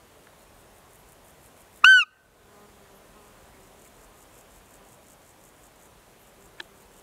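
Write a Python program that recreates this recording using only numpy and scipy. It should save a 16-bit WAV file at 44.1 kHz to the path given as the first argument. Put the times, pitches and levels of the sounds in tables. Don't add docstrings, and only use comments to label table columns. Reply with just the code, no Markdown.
import sys
import numpy as np
from scipy import signal
from scipy.fft import rfft, irfft, next_fast_len
from scipy.io import wavfile
from scipy.ndimage import uniform_filter1d, map_coordinates

SR = 44100
rng = np.random.default_rng(int(sys.argv[2]) if len(sys.argv) > 2 else 0)


def int16_out(signal):
    q = np.round(np.clip(np.atleast_2d(signal).T, -1, 1) * 32767)
    wavfile.write(sys.argv[1], SR, q.astype(np.int16))


def makeup_ratio(level_db):
    decades = np.asarray(level_db, float) / 20
    return 10 ** decades


N = 309582


def unit(x):
    return x / np.sqrt(np.mean(x ** 2) + 1e-20)


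def along(points, hz):
    f, v = np.transpose(points)
    return np.interp(np.log(hz + 1), np.log(f + 1), v)


def curves(rows, t):
    s, *columns = np.transpose(rows)
    return [np.interp(t, s, column) for column in columns]


def wobble(rate, count=N):
    knots = rng.standard_normal(int(count * rate / SR) + 4)
    return map_coordinates(knots, [np.arange(count) * rate / SR])


def filtered(x, response):
    m = next_fast_len(len(x) + 8192)
    return irfft(rfft(x, m) * response(np.fft.rfftfreq(m, 1 / SR)), m)[:len(x)]


def resonances(modes):
    def response(f):
        total = 0
        for k, (centre, width, db) in enumerate(modes):
            bandpass = 1j * f * width / (centre * centre - f * f + 1j * f * width)
            total = total + (-1) ** k * makeup_ratio(db) * bandpass
        return total
    return response


def add(track, s, piece):
    part = track[max(round(s * SR), 0):][:len(piece)]
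    part += piece[:len(part)]


# (frequency [Hz], density [dB per Hz])
AIR_SPECTRUM = [(15, -33), (25, -4), (38, 5), (55, -0.5), (246, -5.5), (632, -4), (896, -7.5), (998, -7),
                (1170, -9.5), (2360, -15.5), (3350, -17.5), (4880, -22.5), (6740, -19.5), (9310, -20),
                (13200, -23.5), (15500, -25.5)]
# (time [s], level [dB])
AIR_DRIFT = [(0, -0.28), (1.5, -0.19), (2.7, 0), (3.3, 0.49), (4.5, 0.23), (5.4, -0.84), (7.02, -0.22)]


def air():
    z = signal.stft(rng.standard_normal(N + 512), nperseg=512)[2]
    patches = uniform_filter1d(rng.standard_normal(z.shape), 5, 0)
    patches = uniform_filter1d(patches, 14, 1)
    noise = signal.istft(z * makeup_ratio(.8 * unit(patches)), nperseg=512)[1][:N]
    drift_db, = curves(AIR_DRIFT, np.arange(N) / SR)

    def colour(f):
        low_cut = f ** 4 / (f ** 4 + 33 ** 4)
        trim_db = 2.5 * np.exp(-((f - 43) / 12) ** 2) - 0.81 * (f > 5500)
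        return makeup_ratio(along(AIR_SPECTRUM, f)) * low_cut * makeup_ratio(trim_db) * (f < 15750)

    return makeup_ratio(-54.36 + drift_db) * unit(filtered(noise, colour))


# (time [s], length [s], centre [Hz], width [Hz], level [dB])
PUFFS = [(.995, .05, 11700, 1500, -62), (2.96, .05, 12000, 2000, -62), (6.21, .07, 12200, 1800, -64),
         (2.14, .1, 1850, 120, -60), (2.855, .06, 1800, 150, -64), (3.55, .07, 2050, 300, -63),
         (3.86, .03, 2200, 700, -62), (1.831, .025, 1900, 350, -53), (1.8457, .001, 9000, 7000, -30),
         (1.847, .004, 2050, 350, -24), (1.846, .004, 4100, 400, -31), (6.59, .022, 1900, 800, -54)]


def lisps():
    out = np.zeros(N)
    for s, length, hz, width, db in PUFFS:
        size = round(1.6 * length * SR)
        noise = filtered(rng.standard_normal(8192), lambda f: np.exp(-((f - hz) / width) ** 2))
        add(out, s - 0.7 * length, makeup_ratio(db) * np.hanning(size) * unit(noise[:size]))
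    return out


# (time [s], wing beat [Hz], level [dB], facing the microphone [dB])
FLIGHT = [(2.25, 214, -74, -5), (2.42, 210, -63.5, -6), (2.58, 207, -62, -2.5), (2.75, 202.9, -62, -10.5),
          (3, 197, -64, -4), (3.1, 200, -75, -6), (3.17, 214, -60.5, -2.5), (3.36, 206, -67, -1),
          (3.46, 195, -64.5, -6), (3.8, 196, -64, -15), (3.92, 198, -76, -4.5), (4.05, 210, -66.5, -0.5),
          (4.22, 204, -68, -2), (4.4, 202, -89, -2.5), (4.82, 199, -67.5, -2), (5.5, 196, -100, -8),
          (6.4, 196, -64, -12.5), (7.02, 199, -66.5, -23)]
# (multiple, level [dB], share of the facing)
WING_PARTIALS = [(1, -3, 0.077), (2, 0, 0.015), (3, -5.5, .5), (4, -3.5, .7), (5, 0.5, 1), (6, -1, 1),
                 (7, -9.5, 0.8), (9, -12, 0.97)]


def fly():
    hz, level_db, facing_db = curves(FLIGHT, np.arange(N) / SR)
    unsteady = 1 + .012 * wobble(12) + .007 * wobble(60)
    phase = 2 * np.pi * np.cumsum(hz * unsteady) / SR
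    loudness = makeup_ratio(level_db + 2.5 + 1.8 * wobble(31))
    return loudness * sum(makeup_ratio(db + share * facing_db) * np.sin(k * phase + k * k)
                          for k, db, share in WING_PARTIALS)


# (end [s], level [dB], loudest slip before the end [s])
BOUT_1 = [(.272, -64.5, .027), (.44, -62.5, .012), (.62, -62, .013), (.795, -60.5, .032), (.968, -57, .012),
          (1.131, -58.5, .035), (1.312, -57, .029), (1.483, -56, .023), (1.626, -57, .009),
          (1.799, -55, .04)]
BOUT_2 = [(3.28, -63.5, .03), (3.493, -64.5, .03), (3.68, -60.5, 0.00844), (3.878, -56, 0.027),
          (4.056, -58, .02), (4.24, -57, .035), (4.411, -56.5, .058), (4.592, -57, 0.032),
          (4.771, -57, .017), (4.95, -57.5, 0.021), (5.138, -56.5, .055), (5.32, -57, .029),
          (5.498, -56.5, .06), (5.674, -57, 0.04), (5.87, -57.5, .038)]
BOUT_3 = [(6.14, -64, .043), (6.304, -61.5, .031), (6.479, -59.5, .056), (6.651, -61, .009),
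          (6.831, -58.5, .023), (6.999, -57, .034)]
STROKE_LENGTHS = (.08, .115, 0.087)
# (centre [Hz], width [Hz], level [dB])
WING_EARLY = [(7010, 1500, -1), (9300, 1400, 1), (13050, 3000, -6.5)]
WING_LATE = [(6936, 1600, 1), (8400, 1800, 0.5), (11870, 3500, -9)]


def grasshoppers():
    peg_s, scatter_s = .0105, .003
    loudest_db, slip_db, spread_db, grows_db = 6.5, 3, 5.5, 5
    gate = np.zeros(N)
    slip = np.hanning(round(0.0048 * SR))
    peg = np.arange(-12, 8)
    for length, bout in zip(STROKE_LENGTHS, (BOUT_1, BOUT_2, BOUT_3)):
        swell = np.linspace(0, 1, round(1.1 * length * SR))
        rasp_shape = swell ** 0.71 * np.minimum(8 * (1 - swell), 1)
        for end, db, lead in bout:
            shift, size = rng.standard_normal((2, len(peg)))
            left = lead - peg * peg_s + scatter_s * shift * (peg != 0)
            other_db = slip_db + spread_db * np.minimum(size, 1) - grows_db * left / length
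            for s, part_db in zip(left, np.where(peg == 0, loudest_db, other_db)):
                if 0 < s < length:
                    add(gate, end - s - .001, makeup_ratio(db + part_db) * slip)
            add(gate, end - length, makeup_ratio(db - 1.0) * rasp_shape)
    rasp = gate * rng.standard_normal(N)
    parting = 2 * SR

    def radiated(part, wing):
        return filtered(part, lambda f: resonances(wing)(f) * (f / (f + 5000 / 1j)) ** 4)

    early, late = radiated(rasp[:parting], WING_EARLY), radiated(rasp[parting:], WING_LATE)
    return np.r_[makeup_ratio(9) * early, makeup_ratio(10.5) * late]


# (time [s], peak [dB], high modes [dB])
CONTACTS = [
    (.2699, -43, -24),
    (.2728, -44, -24),
    (6.6, -31, -2),
    (6.6012, -30, -4),
    (6.6023, -29.5, -6),
    (6.6035, -27, 11),
    (6.6047, -29, 9),
    (6.6098, -50, 12),
]
# (time [s], peak [dB])
PUSHES = [
    (.27, -36),
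    (6.6022, -17),
]
# (centre [Hz], width [Hz], level [dB])
BODY_MODES = [(349, 31, 2.5), (880, 64, 1.5), (1630, 510, 4.5), (2880, 160, -3), (3870, 180, -1),
              (4930, 550, -19)]


def ticks():
    low, middle, high = np.zeros((3, N))
    for s, db, high_db in CONTACTS:
        add(middle, s, makeup_ratio(db + 14) * np.hanning(8))
        add(high, s, makeup_ratio(db + 15 + high_db) * np.hanning(8))
    for s, db in PUSHES:
        add(low, s, makeup_ratio(db + 11.5) * np.hanning(8))
    groups = (low, BODY_MODES[:2]), (middle, BODY_MODES[2:3]), (high, BODY_MODES[3:])
    return sum(filtered(track, resonances(modes)) for track, modes in groups)


# (frequency [Hz], decay by 60 dB [s])
FIELD_DECAY = [(500, .9), (1500, .9), (2800, .3), (4500, .22), (10000, .2)]


def field(x, t60_scale, delay):
    hz, t, z = signal.stft(rng.standard_normal(SR), SR, nperseg=256)
    t60 = t60_scale * along(FIELD_DECAY, hz)[:, None]
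    tail = signal.istft(z * makeup_ratio(-60 * t / t60), SR, nperseg=256)[1]
    delayed = np.pad(x, (round(delay * SR), 0))
    return signal.fftconvolve(delayed, tail / np.linalg.norm(tail))[:N]


# (frequency [Hz], level [dB])
SCATTER_RETURN = [(500, 0), (1270, 12), (1520, -3), (2550, 7), (3100, 3), (3650, 12), (4100, 21),
                  (4650, 12), (16000, 0)]


def echoes(call):
    grass = makeup_ratio(-41) * field(call, .17, delay=.006)
    bank = makeup_ratio(-47) * field(call, .35, delay=.04)
    trees = makeup_ratio(-56) * field(call, 1.25, delay=.09)
    return filtered(grass + bank + trees, lambda f: makeup_ratio(along(SCATTER_RETURN, f)))


# (time [s], pitch [Hz], effort [dB])
SQUEAK_COURSE = [
    (1.8443, 1400, -24),
    (1.857, 1466, -25),
    (1.872, 1513, -21.8),
    (1.895, 1543, -21),
    (1.925, 1537, -21.5),
    (1.965, 1494, -22.4),
    (1.99, 1453, -24.5),
    (2.011, 1371, -29.5),
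    (2.033, 1240, -32),
]
# (multiple, level [dB])
UPPER_PARTIALS = [(3, 2), (4, 0.5), (5, -4.5), (6, -8.5), (7, -13.5), (8, -25.5), (9, -29), (10, -27),
                  (11, -33.5), (12, -37.5)]
# (delay [s], level [dB])
NEAR_COPIES = [(.0011, -14), (.0027, -18)]
# (frequency [Hz], level [dB])
MOUTH_FIRST = [(1240, 20.5), (1310, 13.5), (1345, 13), (1362, 3), (1385, 17), (1430, 24.5), (1484, 27.8),
               (1545, 30.6)]
MOUTH_SECOND = [(2480, 16), (2620, 24.5), (2720, 27.8), (2840, 24.8), (2920, 23), (2990, 16.5),
                (3090, 17.2)]


def squeak():
    out, start = np.zeros(N), 1.826
    t = start + np.arange(SR // 4) / SR
    hz, effort_db = curves(SQUEAK_COURSE, t)
    since = t - SQUEAK_COURSE[0][0]
    sounding = np.maximum(since, 0)
    flat_hz = uniform_filter1d(165 * np.exp(-sounding / .0022), size=40)
    hz = uniform_filter1d(hz, size=300, mode="nearest") - flat_hz
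    phase = 2 * np.pi * np.cumsum(hz) / SR + 0.9
    behind = 1.7 / (1 + np.exp(np.minimum((t - 1.846) / .0003, 50)))
    lag = 1.2 - 0.017 * np.minimum(1540 - hz, 85) + .9 * np.exp(-sounding / .02)
    attack_db_per_s, release_db_per_s = 4600, 2200
    release = makeup_ratio(-release_db_per_s * np.maximum(t - SQUEAK_COURSE[-1][0], 0))
    level = makeup_ratio(effort_db) * release

    def swell(late_s, steep):
        return level * makeup_ratio(steep * attack_db_per_s * np.minimum(since - late_s, 0))

    def mouth(points, multiple):
        return uniform_filter1d(makeup_ratio(along(points, multiple * hz)), round(.003 * SR))

    bare = np.exp(-(sounding / .009) ** 2)
    first = swell(.0003, 0.97) * (bare * makeup_ratio(22) + (1 - bare) * mouth(MOUTH_FIRST, 1))
    second = swell(.0019, 1.4) * mouth(MOUTH_SECOND, 2.017)
    upper = sum(makeup_ratio(db + 1.2 * wobble(60, count=len(t))) * np.cos(k * phase + k * lag / 2)
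                for k, db in UPPER_PARTIALS)
    upper = upper * swell(.0006, 2.3) * release

    def near_path(f):
        ripple = 1 + sum(makeup_ratio(db) * np.exp(-2j * np.pi * f * s) for s, db in NEAR_COPIES)
        capsule = 1 + 4.2 * np.exp(-((f - 15300) / 600) ** 2)
        return ripple * capsule

    upper = filtered(upper, near_path)
    leak = filtered(rng.standard_normal(len(t)), lambda f: np.exp(-((f - 2100) / 500) ** 2))
    leak = makeup_ratio(-50.5) * unit(leak)
    add(out, start, upper + first * (leak + np.cos(phase - behind)) + second * np.cos(2 * phase + lag))
    return out


def scene():
    call = squeak()
    return (air() + lisps() + fly() + grasshoppers() + ticks() + echoes(call) + call)[None]


LATE_CUTS = [1.853, 1.857, 1.861, 1.866, 1.869, 1.873, 1.8795, 1.8945]


def gain_control(x):
    t = np.arange(N) / SR
    cuts = np.r_[np.linspace(1.8445, 1.850, num=15), LATE_CUTS]
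    count = np.arange(len(cuts))
    rises = 1.9705 + .021 * count + .00024 * count ** 2
    steps = np.searchsorted(rises, t) - np.searchsorted(cuts, t)
    return x * makeup_ratio(.75 * uniform_filter1d(steps * 1.0, size=6))


def low_pass(x):
    return signal.sosfilt(signal.butter(12, 15680, fs=SR, output="sos"), x)


def record(dry):
    x = gain_control(filtered(dry[0], lambda f: f < 15750)[None])
    hiss = filtered(rng.standard_normal(N), lambda f: f / (f + 2500 / 1j) * (f < 15750))
    x = x + makeup_ratio(-77.5) * hiss
    x = x / (1 + np.abs(x / 1.02) ** 8) ** (1 / 8)
    return low_pass(x)


dry = scene()
out = record(dry)
int16_out(out)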